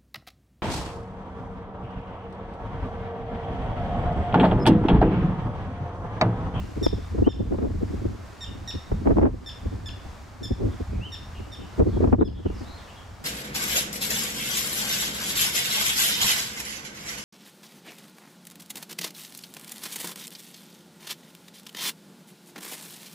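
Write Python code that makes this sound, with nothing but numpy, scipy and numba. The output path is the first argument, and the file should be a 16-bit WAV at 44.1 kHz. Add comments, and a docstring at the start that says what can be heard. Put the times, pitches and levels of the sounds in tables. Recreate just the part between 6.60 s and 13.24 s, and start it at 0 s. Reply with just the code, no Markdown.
"""Terns on a shingle bank

One tern repeats a short, sharp "kip" nearby, each call scattered back by the open ground. Birds further
off slur thin whistles and hoarse cries over the hiss of the shore. Gusts rumble and flap on the
microphone ports, and the hardest buffets make a limiter duck everything else."""
import sys
import numpy as np
from scipy import signal
from scipy.fft import rfft, irfft
from scipy.io import wavfile
from scipy.ndimage import uniform_filter1d
from numba import njit

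SR = 44100
rng = np.random.default_rng(int(sys.argv[2]) if len(sys.argv) > 2 else 0)


def dump(signal):
    """Clip the signal to [-1, 1] and save it as 16-bit WAV at the path in sys.argv[1]."""
    limited = np.clip(np.atleast_2d(signal).T, -1, 1)
    pcm = np.round(limited * 32767).astype(np.int16)
    wavfile.write(sys.argv[1], SR, pcm)


N = 292824
TIME = np.arange(N) / SR
OPPOSITE = np.array([[1], [-1]])  # sign of the side signal: left, right


def undb(db):
    """Decibels to gain."""
    return 10 ** (np.asarray(db) / 20)


def colour(x, points):
    """Filter by (frequency [Hz], level [dB]) points, falling steeply beyond the last."""
    hz, db = np.transpose(points)
    freq_hz = np.maximum(np.fft.rfftfreq(N, 1 / SR), 1)
    rolloff = np.minimum(hz[-1] / freq_hz, 1) ** 4
    return irfft(rfft(x) * rolloff * undb(np.interp(np.log(freq_hz), np.log(hz), db)), N)


def noise(points):
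    """Unit-rms noise with the given spectrum."""
    x = colour(rng.standard_normal(N), points)
    return x / x.std()


def walk(rate_hz):
    """Smooth random wander, spread near 1."""
    hold = max(int(SR / rate_hz), 1)
    steps = np.repeat(rng.standard_normal(N // hold + 1), hold)
    return 1.3 * uniform_filter1d(uniform_filter1d(steps, hold), hold)[:N]


def add(track, start_s, sound):
    """Mix a sound into a track."""
    i = max(int(start_s * SR), 0)
    track[..., i:i + sound.shape[-1]] += sound[..., :N - i]


def shore(level_db=-49, wander_db=1.33):
    """Nearly steady hiss of distant water and wind in the grass."""
    # hiss spectrum: (frequency [Hz], density [dB])
    spectrum = [(100, 1.5), (300, -4.5), (700, 1.5), (1100, 0), (2000, -7), (3000, -13), (5000, -14),
                (7500, -18.5), (9500, -25.5), (14000, -30), (15500, -34)]
    # stereo width: (frequency [Hz], side minus mid [dB])
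    width = [(100, -10), (400, -10.5), (1000, -4), (2500, -6), (6000, -6.5), (16000, -8.5)]
    # hiss level: ducks briefly after the early buffets, recovers, then stays nearly steady
    # (time [s], level [dB])
    level_curve = [(0, 1), (.85, -1.5), (1.3, 0.8), (2, -0.5), (6.64, -.3)]
    hiss = noise(spectrum) + OPPOSITE * colour(noise(spectrum), width)
    return hiss * undb(level_db + np.interp(TIME, *np.transpose(level_curve)) + wander_db * walk(5.6))


def airflow(rise_db_per_s=500, fall_db_per_s=104):
    """Flow level in dB: each gust rises fast, holds and dies back into the breeze."""
    # breeze with a late lull: (time [s], level [dB])
    breeze = [(0, -43.5), (6, -43.5), (6.3, -49), (6.64, -44)]
    # gusts at the microphone: (start [s], hold [s], level [dB])
    gusts = [(0, 0.078, -34.5), (0.162, 0.21, -31.5), (0.523, 0.29, -27.5), (0.876, 0.62, -28.5),
             (1.875, .15, -39), (2.327, .09, -30), (2.475, .23, -25), (3.037, 0.25, -37),
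             (3.46, 0.018, -40), (3.811, 0.034, -32.5), (4.004, 0.085, -27.5), (4.289, .12, -31.5),
             (4.794, .03, -35.5), (4.994, 0.031, -36), (5.198, 0.51, -22.5), (5.875, 0.19, -35.5)]
    power = undb(2 * np.interp(TIME, *np.transpose(breeze)))
    for start_s, hold_s, db in gusts:
        before_db = rise_db_per_s * np.maximum(start_s - TIME, 0)
        after_db = fall_db_per_s * np.maximum(TIME - start_s - hold_s, 0)
        power += undb(2 * np.maximum(db - before_db - after_db, -120))
    return 10 * np.log10(power)


def turbulence(points, side_db, eddy_s):
    """Pressure noise at the two ports, each eddy of about equal strength."""
    pressure = noise(points) + undb(side_db) * OPPOSITE * noise(points)
    window = int(eddy_s * SR)
    power = uniform_filter1d(np.mean(pressure ** 2, axis=0), window)
    return pressure / np.sqrt(uniform_filter1d(power, window))


def small_eddies(flow_db, rate_hz=18, light_air_db=-43.5, offset_db=-8, growth=1.374, width_s=0.016):
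    """Random eddies, stronger the harder it blows: (time [s], level [dB], width [s])."""
    count = int(N / SR * rate_hz)
    jitter, strength = rng.uniform(-0.98, 1, (count, 2)).T
    times_s = (np.arange(count) + (1 + jitter) / 2) / rate_hz
    excess_db = np.interp(times_s, TIME, flow_db) - light_air_db
    levels_db = light_air_db + offset_db + growth * excess_db + 2.5 * strength
    return [(s, db, width_s) for s, db in zip(times_s, levels_db)]


def passing(eddies, arrival=0.66, departure=1.027):
    """Pressure envelope of passing eddies; each arrives faster than it leaves."""
    power = np.zeros(N)
    for peak_s, db, width_s in eddies:
        near = slice(*np.searchsorted(TIME, [peak_s - 2 * width_s, peak_s + 2 * width_s]))
        t = TIME[near] - peak_s
        flank_s = width_s / 2 * np.where(t < 0, arrival, departure)
        power[near] += undb(2 * db) * np.exp(-(t / flank_s) ** 2)
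    return np.sqrt(power)


def wind(wake_lag_s=0.011, wake_width_s=0.041, flutter_db=-10.5, flutter_growth=1.04, spike_db=5):
    """Slow pressure swings move both ports together; small eddies hit them apart, the hardest crack."""
    # hardest eddies: (time [s], body [dB], width [s], crack [dB], low wake thud [dB])
    buffets = [(.173, -26.5, 0.016, -61, -30.5), (0.224, -23.5, .022, -58, -38),
               (.267, -9, 0.0067, -20, -24), (.333, -17, 0.0088, -40, -22),
               (.588, -23.5, 0.023, -35.5, -22), (0.625, -14.5, 0.01, -38, -27),
               (0.676, -10, 0.015, -19.5, -27), (0.805, -17.5, 0.02, -44, -26.5),
               (.928, -23, 0.036, -36.5, -37), (.987, -26.5, 0.0096, -35, -31),
               (1.036, -23.5, 0.055, -38.5, -29), (1.233, -21.5, 0.0077, -44, -39),
               (1.456, -22.5, 0.012, -55, -26.5), (2.153, -31.5, 0.027, -55, -28.5),
               (2.321, -22, 0.01, -31.5, -22.5), (2.47, -15.5, 0.025, -22.5, -28),
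               (2.505, -11, 0.029, -23, -19.5), (2.58, -13, 0.034, -23, -18), (2.638, -10, 0.049, -20, -21),
               (3.059, -28, 0.0089, -49, -25.5), (3.129, -34, 0.025, -54, -31),
               (3.914, -19, 0.013, -55, -24), (4.04, -26, 0.073, -47, -26),
               (4.209, -29.5, 0.019, -53, -29.5), (5.208, -12, 0.032, -26, -14),
               (5.268, -17.5, 0.025, -41, -22), (5.372, -19, 0.015, -35, -23),
               (5.434, -16.5, 0.04, -28.5, -23), (5.478, -17, 0.023, -33, -23),
               (5.534, -5.5, 0.019, -18, -23), (5.592, -11, 0.015, -33, -27), (5.619, -5, 0.02, -15.5, -17),
               (5.861, -14, .013, -34.5, -19.5), (5.904, -26, .01, -41, -36),
               (6.013, -30.5, 0.011, -52, -37)]
    # pressure spectra at the ports: (frequency [Hz], density [dB])
    rumble_spectrum = [(10, -23), (25, -15), (45, -7.5), (80, -2.5), (105, -6.5), (135, -20), (200, -17),
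                       (500, -54)]
    flutter_spectrum = [(40, -19), (110, -0.5), (170, -3.5), (260, -0.5), (400, -8.5), (600, -20.5),
                        (1000, -25.5), (2000, -66)]
    body_spectrum = [(40, -27), (110, -10), (160, -4), (250, 6), (410, 1), (580, -12), (900, -28.5),
                     (2000, -65.5)]
    crack_spectrum = [(200, -19), (450, 5), (700, 3), (1100, -7), (1800, -19), (3000, -34), (5000, -60)]
    flow_db = airflow()
    wakes = passing([(s + wake_lag_s, db, wake_width_s) for s, _, _, _, db in buffets])
    gusting = undb(flow_db - 0.5 + 3 * walk(20))
    rumble = np.hypot(gusting, wakes) * turbulence(rumble_spectrum, side_db=-20, eddy_s=0.048)
    # fine turbulence grows with air speed
    fine_db = flow_db.max() + flutter_growth * (flow_db - flow_db.max()) + flutter_db + 3 * walk(70)
    flutter = undb(fine_db) * turbulence(flutter_spectrum, side_db=1.5, eddy_s=0.03)
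    push = passing([(s, db, width_s) for s, db, width_s, _, _ in buffets] + small_eddies(flow_db))
    body = undb(1 + 1.96 * walk(160)) * push * turbulence(body_spectrum, side_db=4, eddy_s=0.0067)
    snap = passing([(s, db, width_s) for s, _, width_s, db, _ in buffets])
    spikes = undb(-1 + spike_db * walk(600))
    crack = spikes * snap * turbulence(crack_spectrum, side_db=3, eddy_s=0.0078)
    return rumble + flutter + body + crack


def slur(start_s, pitch_hz, flutter):
    """One whistle along a pitch course; fast pitch flutter makes it hoarse."""
    hz = pitch_hz * (1 + flutter[int(start_s * SR) + np.arange(len(pitch_hz))])
    return np.sin(2 * np.pi * np.cumsum(hz) / SR) * signal.windows.tukey(len(hz), 0.4)


def falling_calls(fall_octaves_per_s=2.2, flutter_depth=0.0611):
    """Hoarse cries across the colony, all sagging at the same rate."""
    # far cries: (start [s], length [s], centre pitch [Hz], relative level [dB])
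    calls = [(0, 0.03, 2795, -52.5), (4.1, .049, 3350, -56), (4.31, .08, 2350, -57),
             (4.74, 0.063, 2840, -50), (4.98, .09, 2950, -53.5), (5.266, .055, 4400, -55),
             (5.32, 0.042, 3450, -52.5), (5.597, 0.021, 3600, -49), (5.742, 0.049, 3400, -50),
             (5.816, .09, 2920, -53), (5.933, 0.098, 5160, -55), (6.165, .05, 3550, -53.5),
             (6.266, 0.059, 2830, -52.5), (6.352, 0.067, 3200, -51.5)]
    out, flutter = np.zeros(N), flutter_depth * walk(1000)
    for start_s, length_s, hz, db in calls:
        t = TIME[:int(length_s * SR)] - length_s / 2
        pitch_hz = hz * 2 ** (-fall_octaves_per_s * t)
        add(out, start_s, undb(db) * slur(start_s, pitch_hz, flutter))
    return out


def ground(calls, t60_s=0.6, treble_t60_s=0.33, split_hz=4500, side_db=-6, build_s=0.0014,
           grain_db=3, bank_s=0.031, bank_spread_s=0.036, bank_db=3.5):
    """Stones and plants scatter a grainy tail whose treble dies first; a further bank prolongs it."""
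    t = TIME[:SR // 2]
    mid, side = rng.standard_normal((2, len(t)))
    echoes = (mid + undb(side_db) * OPPOSITE * side) * (1 - np.exp(-t / build_s))
    bank = np.exp(-((t - bank_s) / bank_spread_s) ** 2)
    echoes *= undb(grain_db * walk(300)[:len(t)] + bank_db * bank)
    low = signal.sosfiltfilt(signal.butter(4, split_hz, fs=SR, output="sos"), echoes)
    response = low * undb(-60 * t / t60_s) + (echoes - low) * undb(-60 * t / treble_t60_s)
    response /= np.sqrt(np.sum(response ** 2) / 2)
    return signal.fftconvolve(calls[None], response, axes=1)[:, :N]


def kips(rasp=0.62, jitter=0.0054, shimmer_db=0.9, mid_dulling=0.18, left_minus_right_db=-2.2):
    """A harmonic tone snaps on, holds its pitch and drops with a rasp as the syrinx slackens."""
    # near calls: (start [s], pitch [Hz], length [s], relative level of partial 2, 3, 4, top ones [dB])
    calls = [(0.227, 1805, 0.046, -35, -32, -48.5, -57.5), (0.687, 1792, 0.045, -39, -43, -55, -75),
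             (1.807, 1826, 0.047, -36, -41.5, -48, -66), (2.075, 1853, 0.04, -34, -33, -50, -60.5),
             (2.86, 1784, 0.042, -36.5, -38.5, -53.5, -64.5), (3.258, 1745, 0.037, -36, -41, -50.5, -65),
             (3.829, 1783, .035, -38, -35.5, -47, -61), (4.5184, 1829, 0.038, -38, -39.5, -56, -65),
             (4.917, 1817, 0.042, -42, -47, -62, -67), (5.646, 1710, 0.041, -42.5, -43, -73, -68)]
    # course of one kip: (share of length [0-1], pitch [ratio], level [dB])
    course = [(0, 1.088, -27), (.04, 1.03, -6.5), (0.171, .992, -6), (0.351, 1.006, -3), (.6, .996, -5),
              (.75, .968, -2.5), (.88, .875, -7.5), (0.999, 0.682, -8)]
    # top partials: (harmonic number, offset [dB])
    overtones = [(5, 4.5), (6, -1.5), (7, -0.5), (8, -5)]
    out = np.zeros((2, N))
    waver, shimmer, grit = walk(700), walk(500), walk(900)
    share, ratio, shape_db = np.transpose(course)
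    for start_s, hz, length_s, second_db, third_db, fourth_db, top_db in calls:
        progress = np.linspace(0, 1, int(length_s * SR))
        here = int(start_s * SR) + np.arange(len(progress))
        tension = np.interp(progress, share, ratio)
        # the slack end is rough and loses its top
        roughness = 1 + 9.4 * progress ** 6
        dull_db = 90 * np.minimum(tension - 1, 0)
        pitch_hz = hz * tension * (1 + jitter * roughness * waver[here])
        phase = 2 * np.pi * np.cumsum(pitch_hz) / SR
        partials = [(1, second_db - 11), (2, second_db),
                    (3, third_db + mid_dulling * dull_db), (4, fourth_db + mid_dulling * dull_db)]
        partials += [(k, top_db + db + dull_db) for k, db in overtones]
        tone = np.sqrt(2) * sum(undb(db) * np.sin(k * phase) for k, db in partials)
        envelope = undb(np.interp(progress, share, shape_db) + shimmer_db * shimmer[here])
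        envelope *= signal.windows.tukey(len(progress), 0.06)
        envelope *= 1 + rasp * progress ** 4 * grit[here]
        add(out, start_s, tone * envelope * undb(OPPOSITE * left_minus_right_db / 2))
    return out


def rising_whistles(max_flutter_depth=0.072, onset_db=-7, swell_db_per_s=153):
    """Upward slurs that swell; the long one levels off in pitch."""
    # far whistles: (start [s], length [s], from [Hz], to [Hz], glide time constant [s],
    # level [dB], hoarseness [0-1])
    whistles = [(0.637, .052, 2680, 3260, 0.18, -39.5, 0.22), (1.85, 0.05, 2740, 2930, 0.091, -47, 0.6),
                (4.404, .074, 2520, 3206, 0.27, -39, 0.07), (6.023, 0.195, 2950, 4240, .042, -53.5, 0.38)]
    out, flutter = np.zeros(N), max_flutter_depth * walk(1000)
    for start_s, length_s, from_hz, to_hz, glide_s, db, hoarseness in whistles:
        t = TIME[:int(length_s * SR)]
        climb = 1 - np.exp(-t / glide_s)
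        pitch_hz = from_hz + (to_hz - from_hz) * climb / climb[-1]
        swell_db = np.minimum(onset_db + swell_db_per_s * t, 0)
        add(out, start_s, undb(db + swell_db) * slur(start_s, pitch_hz, hoarseness * flutter))
    return out


def scene():
    """Near tern, far birds, ground scatter, shore and wind; the colony has the largest scatter share."""
    near = undb(-1) * kips()
    whistles, colony = rising_whistles(), falling_calls()
    scatter = ground(undb(-2) * near.mean(axis=0) + undb(-3) * whistles + undb(-1) * colony)
    return near + whistles + undb(-1.5) * colony + scatter + shore() + wind()


@njit
def follow(x, attack_s, release_s):
    """Envelope follower with separate rise and fall times."""
    out, level = np.empty(len(x)), 0.
    for i in range(len(x)):
        level += (x[i] - level) / (SR * (attack_s if x[i] > level else release_s))
        out[i] = level
    return out


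def record(dry, threshold_db=-9.5, ratio=5, cutoff_hz=15750):
    """A limiter ducks both channels after the hardest buffets; a steep low-pass cuts the top."""
    envelope = follow(np.abs(dry).max(axis=0), attack_s=0.00074, release_s=0.24)
    limited = dry / np.maximum(1, envelope / undb(threshold_db)) ** (1 - 1 / ratio)
    return signal.sosfilt(signal.ellip(10, 0.2, 80, cutoff_hz, fs=SR, output="sos"), limited)


dry = scene()
out = record(dry)
dump(out)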